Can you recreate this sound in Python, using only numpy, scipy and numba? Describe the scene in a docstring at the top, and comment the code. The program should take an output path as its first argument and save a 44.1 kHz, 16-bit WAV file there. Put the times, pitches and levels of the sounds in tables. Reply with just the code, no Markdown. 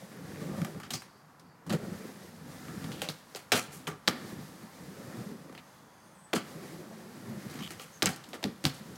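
"""A skateboard rolls to and fro on a plywood mini ramp in a garden, heard from some way off.
First its wheels rumble the hollow ramp, hiss on its skin and thud over seams. Then blows clack at the lip.
More runs and blows follow, the hardest blow near 4 s; some scrape, and thin, flickering tones ring in places.
A bird calls with two thin whistles just after 6 s, then a last run ends in a long spell of blows from 7.5 s.
A hedge adds a faint tail to blows and scrapes; distant traffic and leaves are heard throughout."""
import sys
import numpy as np
from scipy import signal
from scipy.fft import rfft, irfft
from scipy.io import wavfile
from scipy.ndimage import uniform_filter1d
from numba import njit

SR = 44100
rng = np.random.default_rng(int(sys.argv[2]) if len(sys.argv) > 2 else 0)


def log_audio(samples):
    """Write samples as a 16-bit WAV file to the path given in sys.argv[1]."""
    # one column per channel
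    frames = np.atleast_2d(samples).T
    # limit to full scale, then quantise
    limited = np.clip(frames, -1, 1)
    pcm = np.round(limited * 32767).astype(np.int16)
    wavfile.write(sys.argv[1], SR, pcm)


N = 395568
T = np.arange(N) / SR  # time [s]

# Runs from lip to lip: (foot of the curve going down [s], rumble [dB],
# on the flat between the curves [s], rumble [dB], foot of the curve going up [s], rumble [dB],
# wheel hiss there [dB], wheels leave the wood this long after the curve [s],
# hiss of wheels spinning free [dB]); the last row only fills the time after 8.56 s
RUNS = [(-0.6, -42, 0.093, -46.5, 0.55, -38, -54.5, 0.44, -69),
        (1.85, -39.5, 2.32, -50, 2.89, -39.5, -53, 0.24, -60),
        (4.259, -43, 4.76, -49.5, 5.17, -41, -56.5, 0.4, -64.5),
        (6.51, -43, 6.99, -47.5, 7.5, -42, -53.5, 0.39, -60.5), (8.8, -57, 7.1, -47, 14, -45, -57, .3, -67)]
# The board rocks on the lip: (time [s], rumble [dB], wheel hiss [dB])
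LIP_ROCKS = [(3.77, -49, -63), (4.0, -66, -79), (8.29, -54.5, -63), (8.55, -55, -66)]
# Wheels cross a seam or rib of the ramp: (time [s], peak [dB], pitch of the panel [Hz])
SEAM_THUDS = [(0.291, -42, 188), (0.334, -38, 234), (0.416, -31, 263), (0.475, -40, 283), (0.491, -28, 261),
              (0.516, -32, 167), (0.577, -31, 170), (0.683, -40, 210), (0.764, -39, 175), (1.829, -34, 172),
              (1.874, -33, 186), (1.915, -30.5, 180), (1.949, -36, 159), (2.049, -35, 339),
              (2.164, -44, 198), (2.413, -41, 186), (2.766, -32, 151), (2.846, -29.5, 148),
              (2.879, -42, 183), (4.244, -33.5, 268), (4.323, -34, 217), (4.382, -36, 231),
              (4.634, -40, 154), (4.983, -38, 248), (5.043, -39, 215), (5.079, -36, 196), (5.133, -38, 231),
              (5.204, -34, 178), (5.259, -33, 242), (5.314, -34.5, 186.9), (5.348, -41, 194),
              (6.552, -36, 175), (7.369, -34.5, 202), (7.454, -33, 132), (7.549, -34, 248),
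              (7.609, -35, 266)]
# Narrow flickering tones: a short steel ring after the blow near 0.93 s, then faint thin ones:
# (start [s], length [s], pitch [Hz], level [dB])
THIN_TONES = [(0.935, 0.09, 4800, -51), (1.02, 0.26, 4660, -72), (1.442, 0.14, 4600, -74),
              (5.46, 0.91, 6330, -74.5), (5.614, 0.77, 3430, -76.5), (5.9, 0.21, 4770, -76),
              (5.893, 0.4, 9300, -73), (7.912, 0.092, 6420, -61)]
# Blows of board and axles: (time [s], crack peak [dB], crack pitch [Hz], ramp thump [dB],
# pitch of the struck panel [Hz], sizzle [dB], clatter [dB], time for the clatter to fall 60 dB [s]);
# thump and sizzle are peaks relative to the crack, clatter is relative to the start of the push
BLOWS = [(0.616, -38, 1690, 14, 182, 0.5, 2, 0.042), (0.647, -33.5, 1730, 1, 187, 1, -6, 0.13),
         (0.747, -46.5, 1510, 10, 220, -11, -18, 0.1), (.778, -47, 1700, 0, 200, -20, -5, .08),
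         (0.8, -37.5, 1500, -9, 180, -2.5, -8, 0.21), (0.8316, -38, 1740, -12, 200, -14, 5, .2),
         (.905, -27, 3420, -9, 182, -4.5, 2, 0.12), (.935, -22, 5460, -11.5, 183, -11, 5, 0.16),
         (1.0202, -39, 1810, -14, 253, -5, -7.5, 0.33), (1.3962, -49.5, 4500, -7, 200, 0, -3, 0.12),
         (1.665, -49, 1700, 17, 180, 2, -6, 0.33), (1.6952, -33.5, 2810, 7, 272, -4, 1, 0.25),
         (1.704, -26.5, 3580, 1.5, 250, -18, -10, 0.23), (1.7247, -32.5, 2180, 2, 268, -3, 0, 0.19),
         (1.7337, -35, 1540, 14, 265, -10, -6, 0.12), (2.6833, -37.5, 1510, 0, 200, -15, -17, 0.39),
         (2.834, -43, 2600, 4.5, 170, -12, -8, 0.1), (2.842, -34.5, 3800, -2, 170, -10, -7, 0.14),
         (2.918, -33.5, 3000, -21, 200, -25, -6, 1), (3.0183, -20.5, 2970, -11.5, 342, -4, -8.5, 0.25),
         (3.088, -18.5, 3940, -11.5, 150, -23, -8, 0.14), (3.0984, -38.5, 4600, -5, 160, -2, 2, 0.21),
         (3.349, -27, 4860, -8, 460, -15, -11, 0.095), (3.358, -35, 2100, -11, 401.8, 0.5, 4, 0.24),
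         (3.519, -13.5, 2830, -7.5, 272, -3.5, 0, 0.2), (3.531, -22.5, 1480, -3.5, 330, -13, 1, 0.24),
         (3.87, -26, 2650, -12, 251, -16, -4, 0.1), (3.876, -26.5, 1810, -2, 200, -2, -9.5, 0.23),
         (4.0759, -12.5, 3970, -14, 262, -9, -11.5, 0.23),
         (4.0794, -6.5, 3800, -16.5, 226, -12, -13.5, 0.083), (4.0787, -17, 1780, -32, 340, -30, -12, .08),
         (4.0855, -14, 5050, -10, 298, -20, -8, 0.04), (4.0914, -26, 1490, -4.5, 294, -22, -11, 0.48),
         (5.495, -55.5, 704, 16, 301, -30, -10, 0.13), (5.526, -46.5, 1800, 2.5, 300, -5, -8, 0.14),
         (5.5499, -39, 1960, -10, 250, -21, -11, 0.26), (5.577, -39, 2170, -11, 250, -30, -1.5, 0.11),
         (6.3317, -20.5, 2550, -1, 400, -22, -16, 0.1), (6.3351, -17.5, 3030, -2.5, 384, -18, -10.5, 0.1),
         (6.357, -28, 3000, 1.5, 298, -7, 7, 0.17), (6.3625, -24.5, 1830, -5, 292, -14, -6.5, 0.21),
         (7.497, -43.5, 4500, 3, 200, -4, 10, 0.46), (7.59, -37, 4000, 0, 200, -16, -6, 0.14),
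         (7.7059, -35.5, 2290, -5.5, 200, 0, -4.5, 0.19), (7.797, -34, 3260, -12, 199, -11, -6, 0.29),
         (8.0224, -12, 3750, -10.5, 427, -17, -8.5, 0.15), (8.0268, -14, 4600, -26, 180, -5, -9.5, 0.085),
         (8.0342, -25.5, 1180, -2, 150, -27, -11, 0.16), (8.0579, -11.5, 7040, -15, 130, -6.5, -9, 0.085),
         (8.061, -22.5, 2610, -8, 130, -18, 1, 0.11), (8.0694, -18.5, 4750, -25, 160, -21, -7.5, 0.1),
         (8.0899, -28.5, 2020, -1.5, 190, -0.5, -8, 0.22), (8.161, -46, 7000, -15, 200, 8.5, -6, 0.073),
         (8.239, -41, 3800, -18, 200, -22, -4, .15), (8.2888, -49.5, 8130, -15, 200, 6, -6, 0.18),
         (8.332, -31.5, 3100, -3, 500, -12, -7, 0.21), (8.3402, -38.5, 1330, -3, 500, -4.5, 5, 0.12),
         (8.4285, -33.5, 3200, 0.5, 500, -1, -4, 0.19), (8.4406, -15.5, 4070, -8.5, 198, -32, -14, 0.21),
         (8.64, -28.5, 4000, 8, 150, -3, 1, 0.072), (8.6528, -8.5, 4000, -10, 163, -13, -13.5, 0.23),
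         (8.74, -47, 7950, -6, 202, -1, 10, 0.089), (8.957, -44, 5500, -12, 200, -3, -3, .1)]
# The board slides near the lip, or its wheels skid in the curve going up (the row near 7.49 s): # (start [s],
# length [s], level [dB], sizzle [dB], steel [dB]); the last two are relative to the level
SCRAPES = [(0.909, 0.05, -46, 4, -2), (3.024, 0.022, -45, -17, -19), (3.519, 0.082, -34.5, -2, -18),
           (3.703, 0.079, -60.5, 12, -11), (6.339, 0.037, -41, -9, -29), (7.493, 0.19, -49.5, -23, -12),
           (7.783, 0.066, -53, 0, -30.5), (8.049, 0.038, -34, -11, -22)]
# Resonances of the hollow plywood ramp: (pitch [Hz], width [Hz], strength [dB])
RAMP_MODES = [(101.6, 45, -3), (123.2, 40, 0.5), (150.6, 55, 0.5), (206, 41.7, -1), (248.2, 43, -4),
              (341, 99, -6), (414, 67, -4.5), (533, 122, -6.5)]
# Resonances of the board: (pitch [Hz], width [Hz], strength [dB])
DECK_MODES = [(755, 97, 7), (1178, 56, 7), (1330, 150, 4.5), (1860, 750, -1), (2547, 120, -6.5)]
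# Resonances of hard contact: (pitch [Hz], width [Hz], strength [dB])
CRACK_MODES = [(1600, 1450, -1.5), (2220, 720, 7), (3130, 420, 9), (3980, 400, 8), (4460, 970, 6),
               (5290, 1120, 7.5), (5900, 4200, 1)]
# Bright top of the contact noise: (pitch [Hz], width [Hz], strength [dB])
SIZZLE_MODES = [(6900, 5600, -5), (11800, 2900, -1.5), (13150, 5700, -8.5)]
# Resonances of steel axles and bearings: (pitch [Hz], width [Hz], strength [dB])
STEEL_MODES = [(3280, 81, -7), (4600, 340, 17), (5540, 600, 8), (6970, 60, -16), (7570, 69, -16),
               (9520, 57, -12), (11450, 1900, 19)]
# Colour of the wheel hiss: (frequency [Hz], relative strength per Hz [dB])
WHEEL_COLOUR = [(290, -12.5), (520, 1.5), (680, -6), (950, -10), (1450, -10), (1800, -4.5), (2150, -9),
                (2500, -12.5), (4660, -11), (11500, -16.5), (16000, -22)]
# Bird call with two voices: (time [s], low voice [Hz], high voice [Hz], level of each [dB])
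BIRD_CALL = [(6.12, 8500, 9500, -94), (6.15, 8000, 8800, -70), (6.19, 7760, 8600, -67),
             (6.26, 7900, 8600, -66), (6.31, 8100, 8800, -71), (6.34, 8300, 8800, -97)]
# Colour of traffic and leaves: (frequency [Hz], relative strength per Hz [dB])
GARDEN_COLOUR = [(18, -61), (30, -5.5), (227, -1.5), (266, -18), (600, -9.5), (988, -3.5), (1630, -11),
                 (2300, -20.5), (2700, -23), (3580, -32), (4780, -29), (5170, -28), (10300, -39),
                 (11600, -31), (16000, -39)]

# Rolling
DROP_S, ROCK_S = 0.24, 0.29  # from the lip to the foot of the curve; swell and fade of a rock
CURVE_S = 0.057  # half the time that the full weight lasts in the curve going up
REST_DB = -58.5  # rumble gain under a rider who stands on the lip
HISS_DOWN_DB, HISS_FLAT_DB = -54, -58.5
HISS_LATE_S = 0.035  # going up, the hiss peaks after the rumble
SPIN_DOWN_DB_S = 9  # free wheels slow down: loss per second
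# middle pitch of the panel under the wheels at rest level, its wander, and how it rises with the load
PANEL_HZ, PANEL_OCTAVES, STIFFEN = 189.4, 0.32, 0.069
THUD_PUSH_S, THUD_SHAKE_S = 0.00045, 0.019  # time scale of the push and of the shudder
# Blows
RISE_S, GLANCE_SHARE = 0.0011, 0.49  # rise at 0 dB clatter; more clattery, glancing blows start softer
CONTACT_WIDTH = 0.7  # as a share of the crack pitch
PANEL_DB_OCTAVE = 6  # loss of ramp modes one octave from the struck panel's pitch; grows with the square
# deck knock against the crack: harder under weight, less when bright steel strikes
KNOCK_DB, KNOCK_SHARE, KNOCK_DB_OCTAVE = -4.5, 0.18, -7
USUAL_HZ = 2500  # crack pitch that leaves the knock unchanged
STEEL_DB = -18  # peak ring of the axles, relative to the crack
SCRAPE_FADE_S = 0.036  # a scrape dies away after the slide
# Background and microphone
GARDEN_DB = -59.5
TOP_HZ = 16000


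def undb(db):
    """Turn decibels into a plain multiplier."""
    return 10 ** (np.asarray(db) / 20)


def level(x, db):
    """Scale to an average (rms) level."""
    return x * undb(db) / np.sqrt(np.mean(x ** 2))


def peak(x, db):
    """Scale to a peak level."""
    return x * undb(db) / np.max(np.abs(x))


@njit
def resonator(x, hz, width):
    """Band-pass made of two linked stores, like a body that rings at one pitch; gain 1 at the centre."""
    y, band, low = np.empty(len(x)), 0., 0.
    g, k = np.tan(np.pi * hz / SR), width / hz
    for i in range(len(x)):
        v = (band + g * (x[i] + 1e-18 - low)) / (1 + g * (g + k))
        band, low, y[i] = 2 * v - band, low + 2 * g * v, k * v
    return y


def ring(x, modes, shake=lambda f: 1):
    """A body's resonances added up; shake(f) sets how strongly each one is driven."""
    total = 0
    for k, (hz, width, db) in enumerate(modes):
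        sign = (-1) ** k  # neighbours in the table have opposite signs
        total = total + sign * undb(db) * resonator(x * shake(hz), 1. * hz, 1. * width)
    return total


def coloured(points):
    """Noise with a spectrum given as (Hz, dB), rms 1."""
    hz, db = np.transpose(points)
    f = np.maximum(np.fft.rfftfreq(N, 1 / SR), 1)
    gain = undb(np.interp(np.log(f), np.log(hz), db))
    return level(irfft(rfft(rng.standard_normal(N)) * gain, N), 0)


def walk(rate):
    """Random levels, rate of them per second, smoothed twice; spread near 1."""
    k = int(SR / rate)
    steps = np.repeat(rng.standard_normal(N // k + 1), k)
    return 1.13 * uniform_filter1d(uniform_filter1d(steps, k), k)[:N]


def grit(rate, scatter_db):
    """Random clicks of very unequal size, about rate per second, rms 1."""
    hits = rng.random(N) < rate / SR
    sizes = rng.standard_normal(N) * undb(scatter_db * rng.exponential(size=N))
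    return level(hits * sizes, 0)


def spot(f):
    """Every blow lands on another spot, which favours other modes."""
    return undb(2.6 * rng.standard_normal())


def wheel_levels():
    """Gains of rumble and hiss: the rider's weight presses hardest in the two curves, lifts off at the lip."""
    rumble, hiss = [], []
    next_downs = [run[0] for run in RUNS[1:]] + [11]
    for run, next_down in zip(RUNS, next_downs):
        down, down_db, flat, flat_db, up, up_db, hiss_db, climb, spin_db = run
        lip = up + CURVE_S + max(climb, HISS_LATE_S)
        leave = next_down - DROP_S
        rumble += [(down - DROP_S, REST_DB), (down, down_db), (flat, flat_db),
                   (up - CURVE_S, up_db), (up + CURVE_S, up_db), (lip, REST_DB)]
        hiss += [(down, HISS_DOWN_DB), (flat, HISS_FLAT_DB), (up + HISS_LATE_S, hiss_db),
                 (lip, spin_db), (leave, spin_db - SPIN_DOWN_DB_S * (leave - lip))]
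    rumble = undb(np.interp(T, *np.transpose(rumble)))
    hiss = undb(np.interp(T, *np.transpose(hiss)))
    for s, rumble_db, hiss_db in LIP_ROCKS:
        swell = np.exp(-((T - s) / ROCK_S) ** 2)
        rumble = np.hypot(rumble, undb(rumble_db) * swell)
        hiss = np.hypot(hiss, undb(hiss_db) * swell)
    return rumble, hiss


def rolling():
    """Bumps in the plywood shake the ramp; the wheels hiss; spinning bearings rattle the steel."""
    rumble, hiss = wheel_levels()
    panel_hz = PANEL_HZ * 2 ** (PANEL_OCTAVES * walk(3.56)) * (rumble / undb(REST_DB)) ** STIFFEN
    bumps = rng.standard_normal(N)
    lumps = undb(1.7 * walk(35))  # ribs and seams pass under the wheels

    def under_wheels(f):
        """Modes near the pitch of the panel under the wheels are driven hardest, each unevenly."""
        return undb(2.34 * walk(14) - 3.8 * np.log2(f / panel_hz) ** 2)

    panels = ring(bumps, RAMP_MODES, under_wheels)
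    ramp = level(lumps * resonator(panels, 180.0, 830.0), -2.37)
    deck = level(ring(grit(3000, 1.6), DECK_MODES, lambda f: undb(2.2 * walk(11))), -14.5)
    wheels = undb(2.0 + 1.4 * walk(18)) * coloured(WHEEL_COLOUR)
    bearings = level(ring(grit(1400, 2.1), STEEL_MODES, lambda f: undb(1.3 * walk(15.0))), -15.5)
    return rumble * (ramp + deck) + hiss * (wheels + bearings)


def thuds():
    """A short soft push and a shudder ring the panels around the seam."""
    out, t = np.zeros(N + SR), T[:SR // 6]
    for s, db, panel_hz in SEAM_THUDS:
        push = t / THUD_PUSH_S * np.exp(-t / THUD_PUSH_S)
        shudder = 0.39 * rng.standard_normal(len(t)) * np.exp(-t / THUD_SHAKE_S)
        panel = lambda f: spot(f) * undb(-12.0 * np.log2(f / panel_hz) ** 2)
        i = int(s * SR)
        out[i:i + len(t)] += peak(ring(push + shudder, RAMP_MODES, panel), db)
    return out[:N]


def thin_tones():
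    """Narrow, flickering bands of fine rattle, each at one pitch."""
    out, rattle = np.zeros(N), grit(5000, 1.2)
    share = .045  # width as a share of the pitch
    for s, length, hz, db in THIN_TONES:
        times = [s, s + 0.14 * length, s + 0.73 * length, s + length]
        shape = np.interp(T, times, [0.015, 0.91, 0.92, 0.014])
        flicker = undb(1.6 * walk(30))
        out += shape * level(resonator(rattle * flicker, 1. * hz, share * hz), db)
    return out


def blows():
    """Each blow is a click, then a ragged clatter that builds and dies, ringing contact, ramp, deck and steel."""
    out, t, ragged = np.zeros(N + SR), T[:SR // 3], undb(2.03 * walk(300))
    for s, db, hz, thump_db, panel_hz, sizzle_db, clatter_db, t60 in BLOWS:
        i, noise = int(s * SR), rng.standard_normal((5, len(t)))
        rise = RISE_S * undb(GLANCE_SHARE * clatter_db)
        snap = (t / .0001) * np.exp(1 - t / .0001)
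        shove = (t / 0.0021) * np.exp(1 - t / 0.0005)  # the heavy ramp feels a longer, smooth push
        clatter = undb(clatter_db - 60 * t / max(t60, .01)) * np.resize(ragged[i:], len(t))
        push = (3.4 * np.exp(-t / (1.09 * rise)) + clatter) * (1 - np.exp(-t / rise)) * noise
        # a slow contact has little click
        click = np.gradient(snap) * 0.0088 / rise + push[0]
        contact = [(hz, CONTACT_WIDTH * hz, 0)]
        crack = ring(ring(click, contact), contact)
        crack = crack + undb(-8.0) * ring(push[1] * undb(-60 * t), CRACK_MODES, spot)
        # the top dies first
        sizzle = ring(ring(push[4] * undb(-100 * t), SIZZLE_MODES), [(9700, 37000, 0)])
        panel = lambda f: spot(f) * undb(-PANEL_DB_OCTAVE * np.log2(f / panel_hz) ** 2)
        thump = ring(shove + 1.87 * push[2] * undb(17 * t), RAMP_MODES, panel)
        knock = ring(snap + push[3], DECK_MODES, spot)
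        knock_db = KNOCK_DB + KNOCK_SHARE * thump_db + KNOCK_DB_OCTAVE * np.log2(hz / USUAL_HZ)
        steel = ring(push[4], STEEL_MODES, spot)
        blow = peak(crack, 0) + peak(thump, thump_db) + peak(knock, knock_db)
        blow += peak(sizzle, sizzle_db) + peak(steel, STEEL_DB)
        out[i:i + len(t)] += undb(db) * blow
    return out[:N]


def scrapes():
    """Axles or wheels slide, sticking and slipping in dense clicks that ring wood and steel."""
    drag = np.zeros((3, N))  # gains of wood, sizzle and steel
    for s, length, db, sizzle_db, steel_db in SCRAPES:
        end = s + length
        slide = np.interp(T, [s, s + 0.62 * length, end], [0.0032, 0.91, 0.41]) * (T > s)
        fade = 0.36 * np.exp(-np.maximum(T - s - length, 0) / SCRAPE_FADE_S)
        shape = np.where(T > end, fade, slide)
        drag += np.outer(undb(db + np.array([0, sizzle_db, steel_db])), shape)
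    slips = grit(3500, 1.6) * undb(1.1 * walk(200))
    # the sliding contact moves over the body and favours changing modes
    wander = lambda f: undb(4.3 * walk(40))
    wood = level(ring(slips, CRACK_MODES, wander), 0) + level(ring(slips, DECK_MODES, wander), 0)
    sizzle = level(ring(slips, SIZZLE_MODES), 0)
    steel = level(ring(slips, STEEL_MODES), 0)
    return drag[0] * wood + drag[1] * sizzle + drag[2] * steel


def surroundings(x):
    """Hedge and trees return a faint, dull, diffuse tail."""
    t = T[:SR // 2]
    fade = undb(-60 * t / 0.63)  # falls 60 dB in 0.63 s
    reply = undb(-48.0) * resonator(rng.standard_normal(len(t)), 1330.0, 3600.0) * fade
    return x + signal.fftconvolve(x, reply)[:N]


def bird():
    """Two wavering whistles at once, fluttering in level."""
    s, *pitches, db = np.transpose(BIRD_CALL)
    voices = np.zeros(N)
    for hz in pitches:
        pitch = np.interp(T, s, hz) * (1 + 0.014 * walk(700))
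        flutter = undb(3.6 * walk(100))
        voices += flutter * np.sin(2 * np.pi * np.cumsum(pitch) / SR)
    return undb(np.interp(T, s, db)) * (T > s[0]) * (T < s[-1]) * voices


def garden():
    """Distant traffic and leaves: coloured noise, swelling a little."""
    swell = undb(0.58 * walk(0.29) + 0.15 * walk(27))
    return level(coloured(GARDEN_COLOUR) * swell, GARDEN_DB)


def scene():
    """Add all sources; only blows and scrapes get the tail of the hedge."""
    board = rolling() + thuds() + thin_tones() + surroundings(blows() + scrapes())
    return (board + bird() + garden())[None]


def record(dry):
    """The small microphone loses the deep bass; the top is cut steeply."""
    thin = signal.sosfilt(signal.butter(2, 90, "high", fs=SR, output="sos"), dry)
    return signal.sosfilt(signal.ellip(10, .2, 70, TOP_HZ, fs=SR, output="sos"), thin)


dry = scene()
out = record(dry)
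log_audio(out)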